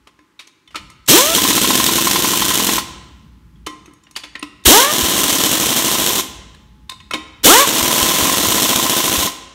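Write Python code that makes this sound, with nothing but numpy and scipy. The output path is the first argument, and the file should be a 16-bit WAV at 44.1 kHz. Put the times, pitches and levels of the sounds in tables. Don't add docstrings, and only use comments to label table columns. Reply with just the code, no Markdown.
import sys
import numpy as np
from scipy import signal
from scipy.fft import rfft, irfft, next_fast_len
from scipy.io import wavfile
from scipy.ndimage import uniform_filter1d

SR = 44100
rng = np.random.default_rng(int(sys.argv[2]) if len(sys.argv) > 2 else 0)


def inscribe(sig):
    pcm = np.round(np.clip(np.atleast_2d(sig).T, -1, 1) * 32767)
    wavfile.write(sys.argv[1], SR, pcm.astype(np.int16))


N = 420713

# (time [s], RMS level [dB])
RUMBLE_LEVEL = [(0, -60), (.58, -84), (.82, -41), (1.1, -59), (1.35, -38.5), (2.7, -40), (3.4, -45),
                (3.6, -46), (4.05, -59), (4.6, -53), (5.2, -40), (6.5, -44), (7.3, -49.5), (8.2, -38),
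                (9.54, -53)]
# (frequency [Hz], relative level per Hz [dB])
RUMBLE_SPECTRUM = [(15, -34.5), (35, -20), (55, 9.5), (100, -1.5), (200, -1), (400, -23.5), (800, -45.5)]
# (frequency [Hz], relative level per Hz [dB])
ROOM_SPECTRUM = [(59, -42.5), (100, -7), (192, -7.5), (310, 0.5), (733, -27), (1020, -9.5), (2090, -15.5),
                 (6620, -25), (15000, -35.5)]
ROOM_DB = -61
# (time [s], RMS level [dB])
FAR_TONE_LEVEL = [(0, -75), (3, -85.5), (3.3, -72), (4.3, -78), (6.3, -87.5), (6.6, -64), (7.4, -71),
                  (9.54, -92)]

# (frequency [Hz], relative level [dB], t60 before added damping [s])
WHEEL_MODES = [(301, -4, .3), (1039, 0, .22), (1303, -10, .15), (1940, -12, .2), (2170, -10, .15),
               (2570, -10, .1), (3050, -15, .14), (3580, -14, .14), (3780, -16, .14), (4215, -14, .15),
               (5600, -16, .2), (6570, -17, .2), (8500, -22, .2)]
# (time [s], relative level [dB], weight on the wheel [dB], brightness [dB],
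# decay constant of the contact [ms], ping frequency [Hz])
SOCKET_KNOCKS = [(0.07, -34, 6.5, -1, 8.7, 1190), (0.189, -40, 14.5, 1, 3, 1710),
                 (0.391, -23.5, -11.5, -6, 17, 3750), (0.471, -32, -10, 5, 6.5, 6400),
                 (0.675, -32.5, -5.5, 0, 2.9, 3500), (0.705, -42, -1.5, -5, 30, 2890),
                 (0.745, -16, 1, -11, 3, 1300), (0.754, -12, -5, -6, 12.3, 1265),
                 (0.899, -31.5, -9.5, 11.5, 3.9, 2090), (3.557, -43, 5, -6, 2.4, 3300),
                 (3.663, -18.5, -1.5, 4, 10.4, 2990), (3.669, -13, 19, -2.5, 1.6, 1195),
                 (3.857, -34, 7, 10.5, 3.6, 6400), (3.878, -36, 25.5, -25.5, 2.8, 1330),
                 (3.934, -41.5, 7.5, 26, 1.8, 1185), (4.035, -39, -6, 9, 2.9, 7180),
                 (4.067, -35.5, 0, -20, 7.2, 2840), (4.11, -35.5, 1.5, 18.5, 3.2, 6130),
                 (4.154, -23.5, -13.5, 2.5, 2.4, 2920), (4.161, -12.5, -6, 0, 11, 4570),
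                 (4.235, -18.5, -1.5, -7.5, 11, 3450), (4.352, -15, 0, -14.5, 6.3, 1900),
                 (4.394, -22, -1, 0.5, 2.4, 9100), (4.426, -11.5, 6.5, -0.5, 4.3, 2730),
                 (6.545, -36, 5, 7, 4, 1700), (6.894, -14.5, -17, 4.5, 4.7, 3680),
                 (6.918, -21, 0, -2, 4.4, 3770), (7.001, -29, 2, -4, 3.4, 2930),
                 (7.109, -10, 5, 3, 3, 1330), (7.134, -8, 6, -2, 10, 3100),
                 (7.142, -6.5, 15.5, -20, 0.93, 3740)]
TRIGGER_CLICKS = [(1.061, -28, -20, 9.7, 4.5, 7430), (4.637, -31.5, -12.5, 12, 3, 3640)]
# (frequency [Hz], relative level [dB], share of the weight [1], share of the brightness [1])
KNOCK_SPECTRUM = [(300, -23.5, 1.07, 0.1), (1100, -20.5, 0.39, 0), (2620, -11, 0.14, 0),
                  (4500, -13.5, 0, 0.3), (9000, -17, 0, 0.9)]
PING_DB = -9

# (opens [s], fully open after [s], nut seats [s], closes [s],
# surge level [dB], level as the nut seats [dB], working level before the sag [dB])
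TRIGGER_PULLS = [(1.076, 0.022, 1.246, 2.78, -8.5, -20.5, -22.5),
                 (4.65, 0.013, 4.87, 6.219, -8, -23.5, -21.5),
                 (7.4325, 0.022, 7.665, 9.275, -7.5, -25, -21)]
SHUT_DB, OPEN_BEND = -29.5, 2.8
SURGE_BEND, RECOVER_S, SAG_DB_PER_S = 2.26, 0.18, -1.42
CLOSE_S, BLEED_DB, BLEED_S = 0.011, -10, 0.046

# (frequency [Hz], relative level per Hz [dB])
HISS_SPECTRUM = [(60, -48.5), (120, -20.5), (300, -1), (700, -10), (1100, -8), (1500, -7), (2500, -6.5),
                 (3100, 0.5), (4200, -2.5), (6600, -2.5), (9000, -5.5), (12000, -6), (15500, -9)]
# (frequency [Hz], width [Hz], level [dB])
HISS_DIPS = [(4794, 500, -5.5), (10340, 460, -6), (2230, 370, 0)]
# (frequency [Hz], bandwidth [Hz], relative level [dB])
PORT_MODES = [(317.5, 151, 1.5), (184.8, 210, -27), (614, 635, 2.5), (1002, 78, -19)]

# (time [s], vanes passing the port [Hz])
SPIN_UPS = [
    [(1.085, 90), (1.103, 157.4), (1.133, 285.2), (1.155, 357.4), (1.18, 470.4), (1.24, 580), (1.309, 660),
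     (1.345, 683)],
    [(4.67, 98), (4.682, 162.8), (4.702, 246), (4.738, 380.5), (4.802, 504), (4.9, 610), (4.925, 620)],
    [(7.45, 97), (7.474, 212.2), (7.514, 346), (7.56, 483.3), (7.61, 561), (7.64, 565), (7.66, 460)],
]
# (1st, 2nd, 3rd, 4th: level over the air flow [dB])
WHINE_HARMONICS = [(0, -7, -14.5, -17), (0, -1.5, -7.5, -10.5), (0, -0.5, -8.5, -6)]
# (frequency [Hz], level [dB])
MUFFLER_RESPONSE = [(100, -9.5), (200, -7), (330, 4.5), (450, -2.5), (620, 1), (760, 0), (1100, 5.5),
                    (1400, 3), (1900, 3.5), (2600, -0.5)]

# (time [s], relative level [dB], frequency [Hz])
AIR_GUSTS = [(1.089, -20.5, 114), (4.665, -9, 66.5), (5.027, -19, 75.6), (6.099, -37, 64.6),
             (7.442, -26, 38), (7.819, -25, 81.5), (8.022, -25, 79), (8.221, -22, 83), (8.47, -23, 108),
             (8.755, -31, 83.4), (8.839, -37, 72.68), (9.089, -30, 96.9), (9.177, -19, 73.98),
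             (9.239, -29, 99.6)]

# (time [s], ...)
BLOW_TIMES = [
    [1.381, 1.45, 1.507, 1.578, 1.644, 1.705, 1.8, 1.889, 1.982, 2.07, 2.158, 2.246, 2.334, 2.42, 2.508,
     2.599, 2.69, 2.781],
    [4.961, 5.014, 5.064, 5.117, 5.162, 5.214, 5.259, 5.302, 5.361, 5.407, 5.467, 5.552, 5.638, 5.726,
     5.797, 5.885, 5.952, 6.018, 6.103, 6.192],
    [7.708, 7.76, 7.808, 7.86, 7.91, 7.96, 8.01, 8.061, 8.113, 8.162, 8.209, 8.254, 8.295, 8.34, 8.407,
     8.453, 8.521, 8.581, 8.657, 8.73, 8.796, 8.862, 8.934, 9.002, 9.078, 9.153, 9.228, 9.274],
]
# (first blow [dB], tight blow [dB], hardening time constant [s], run-up after a 50 ms wait [ms],
# change of run-up per wait [ms/ms])
BLOW_STROKES = [(-15.5, -15, .3, 33, -.2), (-20, -19.5, 0.73, 33.5, .15), (-25, -15.5, 0.056, 33, .17)]
BLOW_SPREAD_DB, RUN_UP_SPREAD_MS = 1, 1.5
# (row holds until [s], crack level [dB], rise of the ring [ms],
# rotor runs on [ms], ring level [dB], puff thud below 500 Hz [dB], thud from 500 Hz up [dB],
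# as the port turns away from or toward the microphone, rotor locked after the blow [ms],
# extra thud of slow puffs [1], flare of the hiss [dB], deep ring of the wheel [dB])
NUT_SETTINGS = [(3, 1, .5, 1, 0, 4, -3, 20, .42, 7.5, 0), (7, -5, 6, 5, 4.5, -7, 1, 12, 2.6, 4, -9),
                (10, -5, 6, 5, 4.5, -9, 3, 12, 2.6, 4, -9)]
BOUNCE_S, BOUNCE_DB, LONG_WAIT_S = .041, -8.5, .08

# (frequency [Hz], t60 [s])
SHED_T60 = [(60, 0.63), (300, 0.94), (1000, 1.07), (3000, 0.99), (8000, 0.7), (15000, 0.11)]
EDGE_HZ = 15750


def amp(db):
    return 10 ** (np.asarray(db) / 20)


def evened(x):
    return x / np.sqrt(np.mean(x ** 2) + 1e-20)


def wander(count, width):
    return evened(uniform_filter1d(rng.standard_normal(count), width))


def swell(t, peak_s):
    return np.exp(1) * t / peak_s * np.exp(-t / peak_s)


def read(points, hz):
    f, value = np.transpose(points)
    return np.interp(np.log(hz + 1), np.log(f + 1), value)


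def add(mix, s, sound):
    part = mix[round(s * SR):][:len(sound)]
    part += sound[:len(part)]


def coloured(x, points, dips=()):
    size = next_fast_len(len(x))
    hz = np.fft.rfftfreq(size, 1 / SR)
    db = read(points, hz) + sum(d * np.exp(-((hz - f) / w) ** 2) for f, w, d in dips)
    return irfft(rfft(x, size) * amp(db), size)[:len(x)]


def background():
    t = np.arange(N) / SR
    rumble_level = amp(np.interp(t, *np.transpose(RUMBLE_LEVEL)))
    rumble = evened(coloured(rng.standard_normal(N), RUMBLE_SPECTRUM)) * rumble_level
    air = amp(ROOM_DB) * evened(coloured(rng.standard_normal(N), ROOM_SPECTRUM))
    tone_level = amp(np.interp(t, *np.transpose(FAR_TONE_LEVEL)))
    tone = np.sqrt(2) * tone_level * np.sin(2 * np.pi * 856 * t)
    return rumble + air + tone


def ring(colour, damping, spread_db):
    t, out = np.arange(16000) / SR, 0
    chance = rng.standard_normal((len(WHEEL_MODES), 2))
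    for (hz, db, t60), (level_chance, pitch_chance) in zip(WHEEL_MODES, chance):
        level_db = db + read(colour, hz) + spread_db * level_chance
        decay_db = -60 * t * damping / t60
        mode_hz = hz * (1 + 0.0069 * pitch_chance)
        out = out + amp(level_db + decay_db) * np.sin(2 * np.pi * mode_hz * t)
    return out


def knocks():
    out, t = np.zeros(N), np.arange(3000) / SR
    ring_rise = np.minimum(np.arange(16000) / 120, 1)
    for s, db, weight_db, bright_db, ms, ping_hz in SOCKET_KNOCKS + TRIGGER_CLICKS:
        colour = [(hz, d + low * weight_db + high * bright_db) for hz, d, low, high in KNOCK_SPECTRUM]
        per_hz = [(hz, d - 10 * np.log10(hz / 1000)) for hz, d in colour]
        per_hz = [(60, colour[0][1] - 20)] + per_hz + [(16000, colour[-1][1] - 26)]
        grit = amp(2.1 * wander(len(t), 40))
        waver = amp(3.5 * wander(16000, 300))
        contact = coloured(rng.standard_normal(len(t)) * grit, per_hz) * np.exp(-t * 1000 / max(ms, .5))
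        ping = np.sin(2 * np.pi * ping_hz * t) * swell(t, .002)
        wheel = ring(colour, damping=1.16, spread_db=4.0) * ring_rise * waver
        add(out, s, amp(db + 18.0) * contact * np.minimum(t / 0.0033, 1) ** 2)
        add(out, s, amp(db + PING_DB) * ping)
        add(out, s, amp(db - 2.0) * wheel)
    return out


def air_flow():
    t, flow = np.arange(N) / SR, np.zeros(N)
    for opens, rise, seats, closes, surge_db, seat_db, work_db in TRIGGER_PULLS:
        free = np.clip((t - opens - rise) / (seats - opens - rise), 0, 1)
        loaded = np.maximum(t - seats, 0)
        db = surge_db + (seat_db - surge_db) * free ** SURGE_BEND
        db += SHUT_DB * np.clip(1 - (t - opens) / rise, 0, 1) ** OPEN_BEND
        db += (work_db - seat_db) * (1 - np.exp(-loaded / RECOVER_S)) + SAG_DB_PER_S * loaded
        valve = np.clip((closes - t) / CLOSE_S, 0, 1)
        bleed = amp(BLEED_DB) * np.exp(-np.maximum(t - closes, 0) / BLEED_S)
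        flow += amp(db) * (t > opens) * np.maximum(valve, bleed)
    return flow


def nut(s):
    ends, *rest = np.transpose(NUT_SETTINGS)
    return [column[np.searchsorted(ends, s)] for column in rest]


def blows():
    rows = []
    for s, stroke in zip(map(np.array, BLOW_TIMES), BLOW_STROKES):
        first_db, tight_db, harden_s, run_ms, per_wait = stroke
        wait_ms = 1000 * np.diff(s, prepend=s[0] - .05)
        strength_db = tight_db + (first_db - tight_db) * np.exp(-(s - s[0]) / harden_s)
        rows.append([s, strength_db, run_ms + per_wait * (wait_ms - 50)])
    rows = np.hstack(rows).T
    return rows + rng.standard_normal(rows.shape) * [0, BLOW_SPREAD_DB, RUN_UP_SPREAD_MS]


def vane_puffs(rebound_db=-1, fast_hz=130):
    spin_rate, first_turn = 7200, .43
    t = np.arange(N) / SR
    locked_s = nut(t)[6] / 1000
    s, _, lead_ms = blows().T
    run_on_ms = nut(s)[2]
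    s, lead_ms = s + run_on_ms / 1000, lead_ms + run_on_ms
    coming = np.minimum(np.searchsorted(s, t), len(s) - 1)
    last = np.where(np.diff(s, prepend=0) < .15, np.roll(s, 1), s - .06)[coming]
    since_stop = t - (s - lead_ms / 1000)[coming] + np.sqrt(2 * first_turn / spin_rate)
    vane = np.floor(spin_rate / 2 * since_stop ** 2 + 1 - first_turn)
    passing = (np.diff(vane, prepend=0) != 0) & (t > last + locked_s) & (t < s[coming])
    speed = spin_rate * abs(since_stop) / fast_hz
    puffs = passing * amp(rebound_db * (since_stop < 0) + rng.standard_normal(N))
    return puffs, puffs / (1 + speed ** 2)


def exhaust(thud_db=4):
    flow, t = air_flow(), np.arange(2000) / SR
    puffs, charged = vane_puffs()
    flare = signal.oaconvolve(charged, swell(t, .0016))[:N]
    flutter = amp(2.04 * wander(N, 150))
    jet = evened(coloured(rng.standard_normal(N), HISS_SPECTRUM, HISS_DIPS))
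    low_db, high_db, _, slow, flare_db, _ = nut(np.arange(N) / SR)[4:]
    hiss = amp(4.0) * jet * flow * flutter * (1 + amp(flare_db) * flare)
    kicks = (puffs + slow * charged) * flow
    port = np.zeros(N)
    for hz, width_hz, db in PORT_MODES:
        resonance = np.exp(-np.pi * width_hz * t) * np.sin(2 * np.pi * hz * t)
        turned_db = low_db if hz < 500 else high_db
        port += signal.oaconvolve(kicks * amp(db + turned_db), resonance)[:N]
    thuds = signal.lfilter(*signal.butter(2, 110, "high", fs=SR), port)
    return hiss + amp(thud_db) * thuds


def whine():
    out, flow = np.zeros(N), air_flow()
    for (s, speed_hz), harmonics in zip(map(np.transpose, SPIN_UPS), WHINE_HARMONICS):
        t = np.arange(s[0], s[-1], 1 / SR)
        hz = np.interp(t, s, speed_hz)
        level = flow[round(s[0] * SR):][:len(t)]
        fade = np.clip(np.minimum(t - s[0], s[-1] - t) / .0033, 0, 1)
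        turns = np.cumsum(hz * (1 + 0.017 * wander(len(hz), 200))) / SR
        for k, db in enumerate(harmonics, 1):
            waver_db = k * wander(len(hz), 600)
            tone_db = db + read(MUFFLER_RESPONSE, k * hz) + waver_db
            add(out, s[0], fade * level * amp(tone_db) * np.cos(2 * np.pi * k * turns))
    return out


def gusts():
    out, t = np.zeros(N), np.arange(8000) / SR
    for s, db, hz in AIR_GUSTS:
        push = np.exp(1) * t / 0.0071 * np.exp(-t / 0.0074)
        add(out, s, amp(db) * push * np.sin(2 * np.pi * hz * t))
    return out


def hammer():
    out, t = np.zeros(N), np.arange(16000) / SR
    # (frequency [Hz], relative level [dB])
    ring_colour = [(1000, 4), (1400, 8.8), (3000, 0.88), (9000, 7.5)]
    crack_colour = [(400, -20), (900, 7), (1500, -3.0), (3500, 5.5), (6000, 0.0), (12000, -7.0)]
    crack_shape = np.minimum(t[:1500] / 0.0039, 1) * np.exp(-t[:1500] / 0.014)
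    hits = blows()[:, :2]
    wait = np.diff(hits[:, 0], append=N)
    bounces = hits[(wait > LONG_WAIT_S) & (wait < 1)] + [BOUNCE_S, BOUNCE_DB]
    for s, db in np.vstack([hits, bounces]):
        crack_db, rise_ms, _, ring_db, *_, deep_db = nut(s)
        rise = np.minimum(t * 1000 / rise_ms, 1) ** 2
        wheel = ring([(300, deep_db)] + ring_colour, damping=4.8, spread_db=1)
        add(out, s - rise_ms / 1500, amp(db + ring_db) * rise * wheel)
        crack = coloured(rng.standard_normal(1500), crack_colour)
        add(out, s, amp(db + crack_db + 3) * crack * crack_shape)
    return out


def shed(x, late_db=-14):
    out, size = x.copy(), 2 * SR
    for k in range(3):
        taps = np.zeros(size)
        taps[np.arange(200, size - 20, 20) + rng.integers(0, 20, (size - 201) // 20)] = 1
        taps *= rng.choice([-1., 1.], size)
        hz, t, z = signal.stft(taps, SR, nperseg=512)
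        decay = amp(-60 * t / read(SHED_T60, hz)[:, None])
        late = signal.istft(z * decay, SR, nperseg=512)[1][:size]
        early = taps * amp(-60 * np.arange(size) / SR / .15)
        tail = amp(-17.5) * early / np.linalg.norm(early) + amp(late_db) * late / np.linalg.norm(late)
        share = np.sqrt(2 / 3) * np.cos(np.pi * (2 * np.arange(N) / SR + k / 3))
        out += signal.fftconvolve(x * share, tail)[:N]
    return out


def scene():
    tone = whine()
    in_shed = shed(exhaust() + tone / 2 + hammer() + knocks())
    mono = in_shed + tone / 2 + gusts() + background()
    return np.array([mono, mono])


def record(dry):
    clipped = dry / (1 + abs(dry / .92) ** 6) ** (1 / 6)
    low_pass = signal.firwin(511, EDGE_HZ, window=("kaiser", 9), fs=SR)
    return signal.oaconvolve(clipped, low_pass[None], "same")


dry = scene()
out = record(dry)
inscribe(out)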